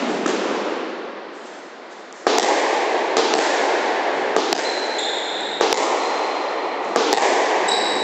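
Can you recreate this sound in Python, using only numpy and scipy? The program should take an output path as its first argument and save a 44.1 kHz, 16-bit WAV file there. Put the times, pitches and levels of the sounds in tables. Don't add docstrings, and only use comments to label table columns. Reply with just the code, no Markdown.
import sys
import numpy as np
from scipy import signal
from scipy.fft import rfft, irfft, next_fast_len
from scipy.io import wavfile
from scipy.ndimage import uniform_filter1d

SR = 44100
rng = np.random.default_rng(int(sys.argv[2]) if len(sys.argv) > 2 else 0)


def wrap_up_sound(samples):
    columns = np.atleast_2d(samples).T
    tamed = np.clip(columns, -1, 1)
    steps = np.round(tamed * 32767).astype(np.int16)
    wavfile.write(sys.argv[1], SR, steps)


def gain_from_db(level_db):
    decades = np.asarray(level_db, float) / 20
    return 10 ** decades


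N = 354123


def unit(x):
    return x / np.sqrt(np.mean(x ** 2) + 1e-20)


def along(points, hz):
    f, v = np.transpose(points)
    return np.interp(np.log(hz + 1), np.log(f + 1), v)


def filtered(x, response):
    m = next_fast_len(len(x) + 8192)
    spectrum = rfft(x, m) * response(np.fft.rfftfreq(m, 1 / SR))
    return irfft(spectrum, m)[:len(x)]


def add(track, start_s, sound):
    k = round(start_s * SR)
    sound = sound[max(-k, 0):N - k]
    track[max(k, 0):][:len(sound)] += sound


def court(rise_s, sparse_s):
    # f/Hz, t60/s
    decay = [(150, 2.5), (400, 2.93), (1000, 3.21), (2500, 2.98), (5000, 1.94), (8000, 1.34)]
    n = 5 * SR // 2
    t = np.arange(n) / SR
    density = np.clip((t / sparse_s) ** 2, 0.002, 1)
    hits = rng.random(n) < density
    echoes = rng.standard_normal(n) * hits / np.sqrt(density)
    hz, frame_s, z = signal.stft(echoes, SR, nperseg=256)
    z = z * gain_from_db(-60 * frame_s / along(decay, hz)[:, None])
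    tail = signal.istft(z, SR, nperseg=256)[1][:n]
    return tail * (1 - np.exp(-(t / rise_s) ** 2))


def ring(colour, rise_s, sparse_s):
    tail = filtered(court(rise_s, sparse_s), colour)
    return tail / np.std(tail[SR // 10:SR // 4])


def blow(modes, crack_db, crack_hz, crack_t60_s):
    t = np.arange(SR // 10) / SR
    body = sum(gain_from_db(db - 60 * t / t60_s) * np.sin(2 * np.pi * hz * t) for hz, db, t60_s in modes)
    burst = gain_from_db(crack_db - 60 * t / crack_t60_s) * rng.standard_normal(len(t))
    burst[0] = 3 * gain_from_db(crack_db)
    crack = signal.lfilter(*signal.iirpeak(crack_hz, 1, SR), burst)
    return body * (1 - np.exp(-t / 0.00099)) + 2 * crack


def answers(start_s, sound, across_m, back_m, height_m, loss_db, beam_db):
    width_m, length_m, ceiling_m, sound_m_per_s = 6.48, 9.83, 5.88, 343
    ceiling_db = 2.2
    sides = np.array([across_m, 2 * width_m - across_m, 2 * width_m + across_m, 4 * width_m - across_m])
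    ends = np.unique([back_m, 2 * length_m - back_m, 2 * length_m + back_m, 4 * length_m - back_m])[:, None]
    tops = np.array([height_m, 2 * ceiling_m - height_m, 2 * ceiling_m + height_m])
    metres = np.sqrt(sides[:, None, None] ** 2 + ends ** 2 + tops ** 2)
    walls = np.indices(metres.shape)
    gain_db = beam_db * ends / metres - loss_db * walls.sum(axis=0) - ceiling_db * walls[2]
    gains = metres.min() / metres * gain_from_db(gain_db)
    delays_s = (metres - metres.min()) / sound_m_per_s
    echoes = np.zeros(N)
    for delay_s, gain in zip(delays_s.ravel()[1:], gains.ravel()[1:]):
        add(echoes, start_s + delay_s, gain * sound)
    return echoes


def hall():
    # f/Hz, density/(dB per Hz)
    hum = [(59, -76), (100, -43.5), (146, -12), (271, -3.5), (337, 1.5), (658, -0.5), (864, -2),
           (1020, -4.5), (1950, -8), (2610, -17), (4330, -18), (7600, -38.5), (9880, -52), (16700, -120)]
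    noise = rng.standard_normal(N)
    return gain_from_db(-38) * unit(filtered(noise, lambda hz: gain_from_db(along(hum, hz))))


def feet():
    # t/s, level/dB
    steps = [
        (0.051, -28),
        (0.402, -37),
        (2.949, -34.5),
        (3.699, -29),
        (4.1, -25.5),
        (5.299, -29),
        (6.601, -37),
        (6.798, -34.5),
        (7.55, -22.5),
        (7.898, -24),
    ]
    # f/Hz, density/(dB per Hz)
    boards = [(90, -8.5), (140, -2.5), (180, -8), (260, -5.5), (420, 3), (900, -27.5)]
    out = np.zeros(N)
    for start_s, db in steps:
        add(out, start_s, gain_from_db(db) * ring(lambda hz: gain_from_db(along(boards, hz)), rise_s=0.032, sparse_s=0.088))
    return out


def shoes():
    # t/s, length/s, start f/Hz, end f/Hz, level/dB
    squeaks = [
        (4.647, 0.016, 3840, 4210, -9),
        (4.984, 0.013, 3135, 3850, -10.5),
        (5.408, 0.003, 3980, 3680, -18),
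        (5.989, 0.034, 4020, 4160, -23),
        (7.681, 0.025, 3690, 3980, -12),
        (7.686, .004, 4900, 4800, -16.5),
        (7.689, 0.0028, 5100, 5420, -14),
        (7.718, 0.0027, 4000, 4610, -13.5),
    ]
    # t/s, length/s, level/dB
    scuffs = [
        (1.309, .12, -46),
        (1.428, 0.089, -41),
        (1.885, 0.08, -44),
        (2.108, 0.003, -45),
        (2.126, 0.0014, -22),
        (6.82, 0.061, -39.5),
    ]
    glide = 0.55
    out = np.zeros(N)
    for start_s, length_s, start_hz, end_hz, db in squeaks:
        octave_db = -14 + 408 * length_s
        u = np.linspace(0, 1, round(length_s * SR))
        waver = uniform_filter1d(rng.standard_normal(len(u)), size=60)
        slip_hz = (start_hz + (end_hz - start_hz) * u ** glide) * (1 + 0.045 * waver)
        phase = 2 * np.pi * np.cumsum(slip_hz) / SR
        tone = np.sin(phase) + gain_from_db(octave_db) * np.sin(2 * phase)
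        chirp = gain_from_db(db) * np.sin(np.pi * u) ** 0.28 * tone
        add(out, start_s, 2.0 * np.diff(chirp))
        add(out, start_s, gain_from_db(-28.0) * signal.fftconvolve(chirp, court(rise_s=0.008, sparse_s=0.15)))
    for start_s, length_s, db in scuffs:
        n = round(length_s * SR)
        noise = rng.standard_normal(n + 1)
        grit = (noise[1:] - 0.15 * noise[:-1]) * np.hanning(n)
        add(out, start_s, gain_from_db(db) * grit)
        add(out, start_s, gain_from_db(db - 32) * signal.fftconvolve(grit, court(rise_s=0.025, sparse_s=0.037)))
    return out


def bounce():
    # f/Hz, level/dB, t60/s
    modes = [(357, 7, 0.022), (560, -8, 0.023), (1250, 2.5, 0.015), (1710, -2, 0.017)]
    # f/Hz, density/(dB per Hz)
    after = [(59, -73), (100, -48), (203, -5.5), (247, -6), (337, 1), (590, -4), (658, -9.5), (1090, -10),
             (2260, -18.5), (2910, -19.5), (7600, -27), (9880, -85), (16700, -120)]
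    # f/Hz, density/(dB per Hz)
    earlier = [(59, -71), (100, -30), (185, -7.5), (281, -3.5), (484, -11.5), (721, -9.5), (946, -16.5),
               (1600, -20), (7600, -31), (9880, -60), (16700, -120)]
    start_s, db, crack_db = 0.2592, -8.5, -21.5
    loss_db, echo_db, brighter_db = 1.2, -0.6, 14.7
    out = np.zeros(N)
    add(out, -0.3, gain_from_db(-17.5) * ring(lambda hz: gain_from_db(along(earlier, hz)), rise_s=0.03, sparse_s=0.1))
    add(out, start_s, gain_from_db(-20.0) * ring(lambda hz: gain_from_db(along(after, hz)), rise_s=0.021, sparse_s=0.12))
    add(out, start_s, gain_from_db(db) * blow(modes, crack_db, crack_hz=4800, crack_t60_s=0.014))
    echo = gain_from_db(db + echo_db) * blow(modes, crack_db + brighter_db, crack_hz=4800, crack_t60_s=0.021)
    return out + answers(start_s, echo, across_m=5.6, back_m=5.9, height_m=0.15, loss_db=loss_db, beam_db=0)


def rackets():
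    # t/s, blow level/dB, crack level/dB, ring level/dB
    strokes = [
        (2.2674, 4.5, -19.5, -7.5),
        (3.1686, 5, -7.5, -4.5),
        (4.3644, 6.5, -17, -9),
        (5.6097, 3.5, -17.5, -10),
        (6.9602, 2.5, -15.5, -10),
    ]
    spots = [(5.52, 7.06, 0.76), (2.4, 6.6, 1.1), (3.54, 6.7, 2.5), (6.01, 5.4, 0.32), (4.92, 7.01, 0.74)]
    # f/Hz, level/dB, t60/s
    strings = [(469, 4.5, 0.019), (650, 7.5, 0.013), (780, -5, 0.017), (1179, 4.5, 0.013),
               (1545, 2, 0.0087), (2020, -8.5, 0.0031)]
    # f/Hz, density/(dB per Hz)
    after = [(59, -82.5), (100, -50.5), (291, -3), (458, 3.5), (549, -8), (818, -2), (963, -8),
             (2260, -17.5), (4100, -14.5), (6940, -23), (7600, -27), (9880, -66.5), (16700, -120)]
    loss_db, echo_db, brighter_db = 3.4, 0.52, 0.89
    out = np.zeros(N)
    for (start_s, db, crack_db, ring_db), spot in zip(strokes, spots):
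        add(out, start_s, gain_from_db(db) * blow(strings, crack_db, crack_hz=5750, crack_t60_s=0.037))
        tail = ring(lambda hz: gain_from_db(along(after, hz)), rise_s=0.0072, sparse_s=0.052)
        add(out, start_s, gain_from_db(ring_db) * tail)
        echo = gain_from_db(db + echo_db) * blow(strings, crack_db + brighter_db, crack_hz=4470, crack_t60_s=0.017)
        out = out + answers(start_s, echo, *spot, loss_db, beam_db=0)
    return out


def front_wall():
    # t/s, blow level/dB, crack level/dB, ring level/dB, contact notch f/Hz
    smacks = [
        (2.3843, 18.5, -6.5, -3, 1350),
        (3.3386, 15.5, -9, -3.5, 1250),
        (4.5284, 19, -5, -8, 1175),
        (5.7277, 18, -7, -5, 1580),
        (7.129, 17, -9.5, -1, 1358),
    ]
    spots = [(4.08, 2.84), (3.96, 3.04), (1.8, 1.92), (3.8, 1.68), (5.16, 1.68)]
    # f/Hz, level/dB, t60/s
    plaster = [(467, -1.5, 0.017), (768, 4.5, 0.011), (1866, -4, 0.011)]
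    # f/Hz, density/(dB per Hz)
    after = [(100, -34), (165, -26), (250, -13.5), (340, -3), (480, -1), (650, -1.5), (850, 0.5),
             (1300, -6.5), (1900, -8), (2700, -18), (4500, -20.5), (7600, -20.5)]
    loss_db, echo_db, brighter_db = 2.3, 3.5, -2
    back_wall_s = 0.041
    out = np.zeros(N)
    for (start_s, db, crack_db, ring_db, notch_hz), (across_m, height_m) in zip(smacks, spots):
        notch_db = 11.5 + 0.76 * (db - 15)
        colour = lambda hz: gain_from_db(along(after, hz) - notch_db / (1 + ((hz - notch_hz) / 160) ** 2))
        stiffer = (notch_hz / 1350) ** 0.62
        modes = [(hz * stiffer, level_db, t60_s) for hz, level_db, t60_s in plaster]
        add(out, start_s, gain_from_db(db) * blow(modes, crack_db, crack_hz=4230, crack_t60_s=0.0077))
        add(out, start_s + back_wall_s, gain_from_db(ring_db) * ring(colour, rise_s=0.0079, sparse_s=0.1))
        echo = gain_from_db(db + echo_db) * blow(modes, crack_db + brighter_db, crack_hz=5130, crack_t60_s=0.0092)
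        out = out + answers(start_s, echo, across_m, 0, height_m, loss_db, beam_db=4.2)
    return out


def scene():
    return (hall() + feet() + shoes() + bounce() + rackets() + front_wall())[None]


def squeeze(x, window_s, knee_db, ratio, release_db_per_s, attack_s):
    fall_db = release_db_per_s * np.arange(N) / SR
    level = np.abs(uniform_filter1d(np.abs(x), 1 + round(window_s * SR)))
    level_db = np.maximum.accumulate(20 * np.log10(level + 1e-9) + fall_db) - fall_db
    cut_db = np.maximum(level_db - knee_db, 0) * (1 - 1 / ratio)
    keep = np.exp(-1 / (attack_s * SR))
    return x * gain_from_db(-signal.lfilter([1 - keep], [1, -keep], cut_db))


def roll_off(x):
    return signal.sosfilt(signal.butter(12, 15900, fs=SR, output="sos"), x)


def record(dry):
    # f/Hz, level/dB
    skirt = [(8000, -8.5), (8300, -8.5), (8600, -20), (9000, -36), (9300, -59.5)]
    rate_hz = 16000
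    bass_cut = signal.butter(4, 170, "high", fs=SR, output="sos")
    x = signal.sosfilt(bass_cut, dry[0])
    x = squeeze(x, window_s=0.0088, knee_db=-20.5, ratio=4.35, release_db_per_s=19, attack_s=0.012)
    x = squeeze(x, window_s=0, knee_db=-5.5, ratio=2.93, release_db_per_s=294, attack_s=0.00057)
    x = x / (1 + np.abs(x / 1.04) ** 4) ** (1 / 4)
    x = signal.sosfilt(bass_cut, x)
    grumble = unit(filtered(rng.standard_normal(N), lambda hz: hz < 130))
    x = x + gain_from_db(-45.5) * grumble * uniform_filter1d(np.abs(x), size=500)
    x = filtered(x, lambda hz: 1 / (1 + (hz / 7800) ** 90))
    mirror = 2 * x * np.cos(2 * np.pi * rate_hz * np.arange(N) / SR)
    x = x + filtered(mirror, lambda hz: gain_from_db(along(skirt, hz)) * (hz > rate_hz / 2) * (hz < 9600))
    return roll_off(np.clip(x, -0.72, 0.72))


dry = scene()
out = record(dry)
wrap_up_sound(out)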